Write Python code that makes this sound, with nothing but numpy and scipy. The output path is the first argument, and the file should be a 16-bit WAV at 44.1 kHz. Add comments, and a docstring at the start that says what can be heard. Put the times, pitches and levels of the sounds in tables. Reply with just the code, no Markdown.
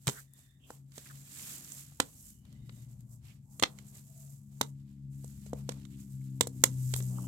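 """A rubber bubble toy is popped and handled close to a phone in a small soft room.
From the start a motor vehicle drones over rumble and still air: multiples of a firing rate, shaped noise.
Cloth hiss, low knocks, the first pops (ringing modes and crackling noise) and narrow hisses follow at once.
Pops and strokes recur; late on the drone swells and drops in pitch as the vehicle passes.
The phone's two ports colour the sound differently."""
import sys
import numpy as np
from scipy import signal
from scipy.fft import rfft, irfft, next_fast_len
from scipy.io import wavfile
from scipy.ndimage import uniform_filter1d, map_coordinates

SR = 44100
rng = np.random.default_rng(int(sys.argv[2]) if len(sys.argv) > 2 else 0)


def file_out(sig):
    """Save sig as 16-bit WAV at sys.argv[1]."""
    # one column per channel
    cols = np.atleast_2d(sig).T
    # limit, then scale
    lim = np.clip(cols, -1, 1)
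    pcm = np.round(lim * 32767).astype(np.int16)
    wavfile.write(sys.argv[1], SR, pcm)


N = 320783

# vehicle firing rate before waver: time_s, rate_hz
FIRING_RATE = [(0, 68.6), (.5, 67.3), (1.2, 69), (2.6, 69.8), (3.7, 68), (4.2, 69.6), (5.4, 68.6),
               (6, 67.5), (6.5, 65), (7.27, 62.6)]
# second multiple of the firing rate: time_s, level_db
SECOND_MULTIPLE = [(0, -62), (.2, -57), (.5, -66.5), (.8, -54.5), (1.04, -66), (1.14, -54), (1.45, -58),
                   (1.8, -59.5), (2.401, -73), (2.6, -51.5), (2.8, -58), (3.601, -56), (4.2, -51.5),
                   (4.5, -49), (4.84, -45.5), (4.95, -51), (5.06, -43.5), (5.28, -45.5), (5.39, -50.5),
                   (5.65, -40.5), (5.83, -51), (5.94, -46.5), (6.05, -54.5), (6.16, -39), (6.38, -40),
                   (6.5, -47), (6.6, -42), (6.71, -35.5), (6.85, -30.5), (7.27, -39)]
# other multiples: time_s, first_db, third_db, fourth_db
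OTHER_MULTIPLES = [(0, -67, -74, -87), (.6, -78, -83, -79), (1.4, -72, -68, -77.5), (2.1, -72, -74, -80),
                   (2.7, -71.5, -62, -80), (3.4, -72.5, -68, -82), (3.8, -60, -62, -72),
                   (4.1, -68, -68, -87.5), (4.65, -64, -56, -68.5), (5.2, -55, -56, -64),
                   (5.55, -50, -50.5, -72), (5.94, -56, -50, -54.5), (6.15, -59, -52.5, -63),
                   (6.3, -62, -49.5, -55), (6.7, -64, -54.5, -50.5), (6.93, -58.5, -54.5, -67.5),
                   (7.1, -52, -43.5, -58), (7.27, -60, -45.5, -59.5)]
# second low tone beside the drone: time_s, pitch_hz, level_db
THROB_TONE = [(2.35, 121.9, -87.5), (2.55, 120.6, -49.5), (2.8, 119.6, -50), (3.05, 121.4, -49),
              (3.3, 118, -53.5), (3.55, 117.6, -67)]
# road rumble bands: time_s, deep_db, middle_db, upper_db
ROAD_LEVELS = [(0, -64, -68.5, -81), (1.0, -69, -62, -72), (1.6, -70, -60, -60.5), (2.1, -62, -59, -78.5),
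               (2.7, -58, -53.5, -62), (3.2, -61, -55.5, -85), (3.7, -70, -57, -68), (4.5, -74, -59, -84),
               (5.7, -63, -52.5, -64), (6.4, -68, -57, -71), (6.6, -66, -45.5, -54.5),
               (6.85, -60, -52, -60.5), (7.27, -61, -52.5, -50.5)]
# rumble spectrum: frequency_hz, density_db_per_hz
RUMBLE_SPECTRUM = [(20, -37.5), (45, -9.5), (80, -10.5), (110, -8), (170, -7.5), (250, -4.5), (350, -8.5),
                   (600, -19)]
# still room air spectrum: frequency_hz, density_db_per_hz
HUSH_SPECTRUM = [(180, -31), (300, -24.5), (392, -36), (617, -23), (682, -28.5), (1930, -36.5), (7890, -53),
                 (15200, -44.5), (16500, -65.5)]
# noise likeness between ports: frequency_hz, left_right_likeness (ratio)
LIKENESS = [(60, 0.94), (130, 1), (290, 0.89), (640, 0.39), (1410, -0.057), (3100, -0.18), (6820, 0.3),
            (15000, 0.097)]
# strokes over cloth: full_level_s, rise_s, hold_s, fall_s, hiss_db, body_db, low_db
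CLOTH_STROKES = [(0.1, 0.093, .07, 0.098, -50.5, -60, -68.5), (0.375, 0.08, 0.017, 0.18, -64, -72.5, -81.5),
                 (0.705, 0.11, 0.033, 0.09, -61, -70, -68.5), (0.97, 0.081, 0.2, 0.14, -58, -63.5, -76.5),
                 (1.44, 0.31, 0.047, 0.53, -46, -54, -68), (1.74, 0.35, 0.033, 0.12, -53, -68, -76),
                 (2.05, .05, .03, .15, -66, -72, -70), (2.24, .45, .03, .16, -56.5, -74.5, -83.5),
                 (2.46, .07, .03, 0.51, -76, -74, -78.5), (2.78, 0.24, 0.018, .16, -64, -72, -77),
                 (2.9, .15, 0.035, 0.37, -71, -80.5, -78.5), (3.12, 0.059, 0.014, .09, -62.5, -86, -77),
                 (3.255, .07, .05, .12, -68.5, -68.5, -76.5), (3.545, .11, 0.027, 0.17, -62.5, -81.5, -77),
                 (3.69, .1, .03, .12, -64, -74, -64), (3.79, .06, .02, .15, -66.5, -67.5, -70.5),
                 (3.88, .2, .03, .12, -62, -80, -78), (3.945, .06, .05, .08, -59, -67, -73),
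                 (4.16, 0.42, .17, 0.19, -61, -76.5, -78.5), (4.53, .08, .16, 0.09403, -67, -77, -79),
                 (4.885, 0.43, 0.026, .3, -78.5, -79, -88.5), (5.13, 0.036, .12, .1, -67.5, -78.5, -86.5),
                 (5.295, 0.11, .02, 0.21, -61, -70.5, -79.5), (5.465, 0.24, .02, .12, -63.5, -69.5, -83.5),
                 (5.585, .14, 0.014, 0.089, -65, -69.5, -65), (5.7, 0.071, 0.069, 0.15, -66, -66.5, -68.5),
                 (5.93, .15, .06, 0.2, -66, -72, -84), (6.07, .2, .04, .15, -63, -78, -84),
                 (6.24, .2, .04, .2, -66, -74, -88), (6.37, 0.076, .22, 0.085, -68, -79, -78.5),
                 (6.65, 0.089, 0.12, 0.28, -57.5, -67, -75), (6.88, 0.35, 0.037, .1, -52, -70, -81.5),
                 (6.965, .1, .02, 0.2, -45.5, -59.5, -74), (7.15, 0.16, .1, 0.28, -55, -73, -61)]
# cloth spectrum: frequency_hz, density_db_per_hz
CLOTH_SPECTRUM = [(210, -34.5), (350, -8), (507, -12.5), (723, -12), (877, -16), (1080, -14.5),
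                  (1270, -16.5), (2420, -15.5), (2670, -15.5), (6070, -12), (7490, -5), (9850, -12.5),
                  (12300, -8.5), (15200, -19.5), (16500, -16.5)]
# nudges of the phone: start_s, pitch_hz, level_db, t60_s
NUDGES = [(0.066, 126.2, -34, 0.049), (0.074, 132.8, -15.5, 0.074), (6.409, 95, -32, .08),
          (6.94, 88, -31, 0.12)]
# pops and finger ticks: start_s, snap_db, hollow_db, skin_db, crackle_db, left_minus_right_db,
# dome_pitch_ratio
POP_EVENTS = [(0.07, -11.5, -33, -39.5, -14, 2.5, 0.936), (0.0779, -7.5, -35.5, -30.5, -15.5, -1, 1.06),
              (0.0875, -23.5, -25, -19.5, -20.5, -6, 0.974), (0.0946, -18.5, -33.5, -32.5, -19.5, 2, 0.81),
              (0.335, -73, -83, -71, -40.5, 14.5, .98), (0.39, -62, -65, -68, -41.5, 4, 1.3),
              (0.7045, -42, -37.5, -30.5, -36.5, 0, 1.02), (0.919, -44.5, -91, -78, -45.5, -3.5, 0.982),
              (0.9791, -31, -41, -50, -29, -5, 0.85), (2.0005, -4, -18.5, -8.5, -9, -2.5, 1.03),
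              (2.4512, -44, -72.5, -65, -49.5, 8, 0.86), (2.5262, -49.5, -62, -78, -49.5, -1, 0.86),
              (2.6933, -32, -53, -69, -64, 6, 0.72), (3.0056, -57, -75, -84, -43, 12.5, 0.79),
              (3.5961, -21.5, -38.5, -44, -21.5, -1, .98), (3.625, -4.5, -21, -20.5, -13, 2, 1.05),
              (3.6346, 1.5, -21, -11.5, -19, 2.5, 1.03), (3.7863, -36, -75, -60, -40, -6.5, 0.94),
              (4.6115, -6.5, -20, -15.5, -11, -0.5, 0.8981), (5.244, -58, -46.5, -58.5, -34, -0.5, 0.95),
              (5.2777, -62, -76, -69, -41, -7, .98), (5.4633, -44, -48, -66.5, -39.5, 0.5, 0.85),
              (5.5318, -35.5, -26.5, -39, -35, -1.5, .98), (5.691, -18, -26.5, -28.5, -23.5, -2.5, .98),
              (5.7188, -31, -54, -60, -36, -5, 1.1), (5.8512, -40, -63, -65, -46.5, -10, 1.0006),
              (6.4087, -5.5, -19.5, -20, -4.5, -2, 0.9557), (6.4706, -29.5, -31.5, -40, -18.5, 2, 0.96),
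              (6.6379, -.5, -16, -10.5, 3.5, 1.5, 1.05), (6.9379, -15.5, -31.5, -35, -20.5, -3, 0.84),
              (6.9618, -54, -50, -41, -16.5, 10.5, .98), (6.9875, -57, -47, -62, -33, 1, 0.76),
              (7.003, -28.5, -43, -60, -49, -2, 0.77), (7.0241, -56, -50, -62, -29.5, -2.5, 0.84),
              (7.0404, -51, -59, -69, -40, 5, .98)]
# snap and crackle spectrum: frequency_hz, density_db_per_hz
SNAP_SPECTRUM = [(530, -36), (900, 4), (1610, -9), (2140, -4), (2560, -12), (3040, -6), (3900, -4),
                 (4950, -11.5), (7390, 0), (8450, 0), (9540, -8.5), (14100, -12), (15900, -23.5),
                 (16500, -41)]
# dome air modes at pitch ratio 1: pitch_hz, level_db, t60_s
HOLLOW_MODES = [(138, -13, 0.023), (287, -3, .025), (396, -6.5, .02), (494, 0.5, 0.021), (648.8, -3, 0.018)]
# dome rubber modes at pitch ratio 1: pitch_hz, level_db, t60_s
SKIN_MODES = [(796, 0.5, 0.0096), (963, -2.5, 0.012), (1280, -0.5, 0.0059)]
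# room decay: frequency_hz, t60_s
ROOM_DECAY = [(150, 0.28), (500, 0.16), (2000, 0.11), (8000, 0.12), (15000, 0.085)]
# narrow hisses, ticks to faint whistles: start_s, end_s, centre_hz, width_hz, level_db
NARROW_HISSES = [(.115, 0.215, 1599, 450, -58.5), (0.241, 0.642, 3600, 170, -79),
                 (.22, 0.652, 1850, 220, -80.5), (0.593, 0.762, 3056, 497, -70.5),
                 (1.057, 1.072, 2010, 699, -59), (1.096, 1.121, 1490, 350, -56.5),
                 (1.6471, 1.6478, 7200, 1600, -35), (1.7204, 1.7218, 7200, 1600, -39),
                 (1.916, 1.926, 1000, 500.2, -68), (2.1, 2.95, 2980, 140, -84), (2.51, 2.9, 3720, 110, -82),
                 (2.428, 2.945, 2030, 118.8, -84), (3.24, 3.34, 2700, 900, -68),
                 (3.42, 3.59, 850, 120, -77.5), (4.05, 4.37, 653, 50.19, -72.5),
                 (5.668, 5.668, 8894, 1501, -58), (5.9, 5.97, 3030, 1300, -71),
                 (6.212, 6.217, 2199, 397.8, -64.5), (7.13, 7.16, 950, 249.6, -70),
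                 (7.181, 7.189, 1050, 250, -48), (7.194, 7.204, 1000, 250, -56),
                 (7.239, 7.253, 995, 200, -57), (7.13, 7.294, 2930, 400, -73)]
# port colour: frequency_hz, left_minus_right_db
PORT_COLOUR = [(60, 4.5), (92, 4), (140, 3.5), (210, 4.5), (330, 5.5), (500, 6), (770, -2), (1170, 1.5),
               (1790, -3), (2740, -7), (4190, -3), (6410, -18.5), (9810, -4.5), (15000, 20.5)]

FAR_WAVER_DB, NEAR_WAVER_DB = 3, 0.8  # the faint drone wavers more
FIFTH_DB = -14.5  # against the fourth multiple
HUSH_DB = -88
FADE_DB = 20  # lost over one rise or fall time
SNAP_T60_S, CRACKLE_T60_S = 0.022, 0.018
TOP_HZ = 15900


def amp(db):
    """Decibels to amplitude."""
    return 10 ** (np.asarray(db) / 20)


def unit(x):
    """Scale to rms 1."""
    return x / np.sqrt(np.mean(x ** 2) + 1e-20)


def along(points, hz):
    """Interpolate (Hz, value) points on a log frequency axis."""
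    f, v = np.transpose(points)
    return np.interp(np.log(hz + 1), np.log(f + 1), v)


def curves(rows):
    """One value per sample for each column after the time."""
    time_s, *cols = np.transpose(rows)
    return [np.interp(np.arange(N) / SR, time_s, c) for c in cols]


def wobble(rate_hz):
    """Smooth random curve, rate_hz knots a second."""
    knots = rng.standard_normal(int(N * rate_hz / SR) + 4)
    return map_coordinates(knots, [np.arange(N) * rate_hz / SR])


def filtered(x, response):
    """Apply a complex frequency response."""
    m = next_fast_len(N + SR // 2)
    return irfft(rfft(x, m) * response(np.fft.rfftfreq(m, 1 / SR)), m)[..., :N]


def band(hz, lo_hz, hi_hz):
    """Gain of a steep band-pass."""
    return 1 / np.sqrt((1 + (lo_hz / (hz + 1)) ** 8) * (1 + (hz / hi_hz) ** 8))


def rush(gain, patchy_db, grit_db=0):
    """Stereo noise of rms 1: random gain patches in time and frequency, fast gain grit, partial likeness."""
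    z = signal.stft(rng.standard_normal((2, N)), nperseg=256)[2]
    field = rng.standard_normal(z.shape[1:])
    field = uniform_filter1d(uniform_filter1d(field, 5, 0), 10, 1)
    patchy = signal.istft(z * amp(patchy_db * unit(field)), nperseg=256)[1][:, :N]
    pair = patchy * amp(grit_db * wobble(300))

    def mid_side_gain(hz):
        turn = np.arccos(np.clip(along(LIKENESS, hz), -1, 1)) / 2
        return gain(hz) * np.array([np.cos(turn), np.sin(turn)])

    mid, side = filtered(pair, mid_side_gain)
    return unit(np.array([mid + side, mid - side]))


def tone(hz):
    """Sine of rms 1 that follows a pitch curve."""
    return np.sqrt(2) * np.sin(2 * np.pi * (np.cumsum(hz) / SR + rng.random()))


def traffic():
    """Five unsteady multiples of the firing rate and a low throb, over three bands of road rumble."""
    (rate_hz,) = curves(FIRING_RATE)
    (second_db,) = curves(SECOND_MULTIPLE)
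    first_db, third_db, fourth_db = curves(OTHER_MULTIPLES)
    rate_hz = rate_hz * (1 + 0.003 * wobble(7.7))
    waver_db = np.interp(second_db, [-58, -42], [FAR_WAVER_DB, NEAR_WAVER_DB])
    levels_db = [first_db, second_db, third_db, fourth_db, fourth_db + FIFTH_DB]
    drone = np.zeros(N)
    for multiple, db in enumerate(levels_db, start=1):
        drone += amp(db + waver_db * wobble(9)) * tone(multiple * rate_hz)

    throb_hz, throb_db = curves(THROB_TONE)
    throb = amp(throb_db + 0.7 * wobble(27)) * tone(throb_hz + 1.5 * wobble(3.1))

    deep_db, middle_db, upper_db = curves(ROAD_LEVELS)
    road = np.zeros((2, N))
    for lo_hz, hi_hz, db in [(15, 69, deep_db), (62, 152, middle_db), (179, 270, upper_db)]:
        colour = lambda hz: amp(along(RUMBLE_SPECTRUM, hz)) * band(hz, lo_hz, hi_hz)
        road += amp(db) * rush(colour, patchy_db=0.5)
    return drone + throb + road


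def room_air():
    """Steady faint noise of the still room."""
    return amp(HUSH_DB) * rush(lambda hz: amp(along(HUSH_SPECTRUM, hz)), patchy_db=2.5)


def cloth():
    """Sleeves and toy slide over fabric: strokes rise, hold and fall in gritty hiss, body and low noise."""
    t, power = np.arange(N) / SR, np.zeros((3, N))
    for full_s, rise_s, hold_s, fall_s, *levels_db in CLOTH_STROKES:
        before = (full_s - t) / abs(rise_s)
        after = (t - full_s - hold_s) / abs(fall_s)
        away = np.maximum(before, after).clip(0)
        power += np.outer(amp(levels_db), amp(-FADE_DB * away)) ** 2
    hiss, body, low = np.sqrt(power)
    colour = lambda lo_hz, hi_hz: lambda hz: amp(along(CLOTH_SPECTRUM, hz)) * band(hz, lo_hz, hi_hz)
    flutter = amp(1.7 * wobble(25))
    return (hiss * flutter * rush(colour(5600, 17000), patchy_db=0.5, grit_db=2)
            + body * flutter * rush(colour(1150, 4800), patchy_db=0.5, grit_db=2)
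            + low * rush(colour(380, 1150), patchy_db=1.5))


def bumps():
    """Nudges send low, decaying knocks through the phone's body."""
    out, t = np.zeros(N + SR), np.arange(SR // 3) / SR
    for start_s, hz, db, t60_s in NUDGES:
        onset = 1 - np.exp(-t / 0.003)
        knock = amp(db - 60 * t / t60_s) * np.sin(2 * np.pi * hz * t) * onset
        out[round(start_s * SR):][:len(t)] += knock
    return out[:N]


def ring(modes, t):
    """Damped modes at new random strengths, a little different at each port."""
    hz, db, t60_s = np.transpose(modes)[:, :, None]
    shared_db = rng.normal(0, 1.5, len(modes))
    port_db = rng.normal(0, 2, (2, len(modes)))
    decaying = amp(db - 60 * t / t60_s) * np.sin(2 * np.pi * hz * t)
    return amp(shared_db + port_db) @ decaying * (1 - np.exp(-(t / 0.00052) ** 2))


def pops():
    """A dome flips: a push of air rings hollow and skin, and the rubber crackles in a few milliseconds."""
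    thud, snap, crackle = np.zeros((3, 2, N + SR))
    t = np.arange(SR // 30) / SR
    for start_s, snap_db, hollow_db, skin_db, crackle_db, pan_db, pitch in POP_EVENTS:
        at = round(start_s * SR)
        span = slice(at, at + len(t))
        side = amp([[pan_db / 2], [-pan_db / 2]])
        # uneven sub-cracks, each 14 samples long
        slips = amp(2.5 * np.repeat(rng.standard_normal(len(t) // 14 + 1), 14)[:len(t)])
        shape = slips * np.clip((t - 0.0003) / 0.0011, 0, 1)
        noise = rng.standard_normal((3, len(t)))
        noise = 0.23 * noise[0] + noise[1:]  # partly shared by the ports
        hollow = amp(hollow_db) * ring(HOLLOW_MODES, t * pitch)
        skin = amp(skin_db) * ring(SKIN_MODES, t * pitch)
        thud[:, span] += side * (hollow + skin)
        snap[:, span] += side * amp(snap_db - 60 * t / SNAP_T60_S) * shape * noise
        crackle[:, span] += side * amp(crackle_db - 60 * t / CRACKLE_T60_S) * shape * noise
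    colour = lambda hz: amp(along(SNAP_SPECTRUM, hz))
    toy = (thud[:, :N]
           + filtered(snap, lambda hz: colour(hz) * band(hz, 1100, 5400) ** 2)
           + filtered(crackle, lambda hz: colour(hz) * band(hz, 5400, 17000)))
    lag_s = 0.00018 * np.array([[0.5], [-0.5]])  # the toy is nearer the right port
    return filtered(toy, lambda hz: np.exp(-2j * np.pi * hz * lag_s))


def room(x):
    """Two walls answer once each in the treble; the diffuse tail is redrawn as hands and toy move."""
    out, step = np.zeros((2, N + SR)), SR // 4
    for at in range(0, N, step):
        hz, t, z = signal.stft(rng.standard_normal((2, step)), SR, nperseg=128)
        decay = amp(-60 * t / along(ROOM_DECAY, hz)[:, None])
        tail = signal.istft(z * decay, SR, nperseg=128)[1]
        tail *= np.clip(np.arange(tail.shape[1]) / SR / 0.016, 0, 1) ** 2  # build-up
        wet = signal.fftconvolve(x[:, at:at + step], tail / np.linalg.norm(tail[0]), axes=1)
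        out[:, at:at + wet.shape[1]] += wet
    walls_s = np.array([[0.0165], [0.0232]])
    echoes = lambda hz: np.exp(-2j * np.pi * hz * walls_s).sum(axis=0)
    wall = filtered(x, lambda hz: band(hz, 3700, 14000) * echoes(hz))
    return amp(-26) * wall + amp(-20) * out[:, :N]


def whistles():
    """Short bands of narrow, flickering hiss."""
    out, t = np.zeros((2, N)), np.arange(N) / SR
    for start_s, end_s, centre_hz, width_hz, db in NARROW_HISSES:
        edge_s = 0.25 * (end_s - start_s)
        gate = np.clip(np.minimum(t - start_s, end_s - t) / edge_s, 0, 1)
        bell = lambda hz: np.exp(-((hz - centre_hz) / width_hz) ** 2)
        hiss = filtered(rng.standard_normal((2, N)), bell)
        out += gate * amp(db + 2.5 * wobble(40)) * unit(hiss)
    return out


def scene():
    """Sum the sources; only the pops excite the room."""
    toy = pops()
    return traffic() + room_air() + cloth() + bumps() + toy + room(toy) + whistles()


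def record(dry):
    """Ports colour each side and cut deep bass; peaks are rounded, then all above TOP_HZ is removed."""
    ports = lambda hz: amp(along(PORT_COLOUR, hz) * np.array([[0.5], [-0.5]]))
    bass_cut = lambda hz: (1j * hz / (1j * hz + 55)) ** 2
    loud = filtered(dry, lambda hz: ports(hz) / ports(hz).mean(axis=0) * bass_cut(hz))
    loud = loud / (1 + np.abs(loud / 0.85) ** 6) ** (1 / 6)
    return filtered(loud, lambda hz: hz < TOP_HZ)


dry = scene()
out = record(dry)
file_out(out)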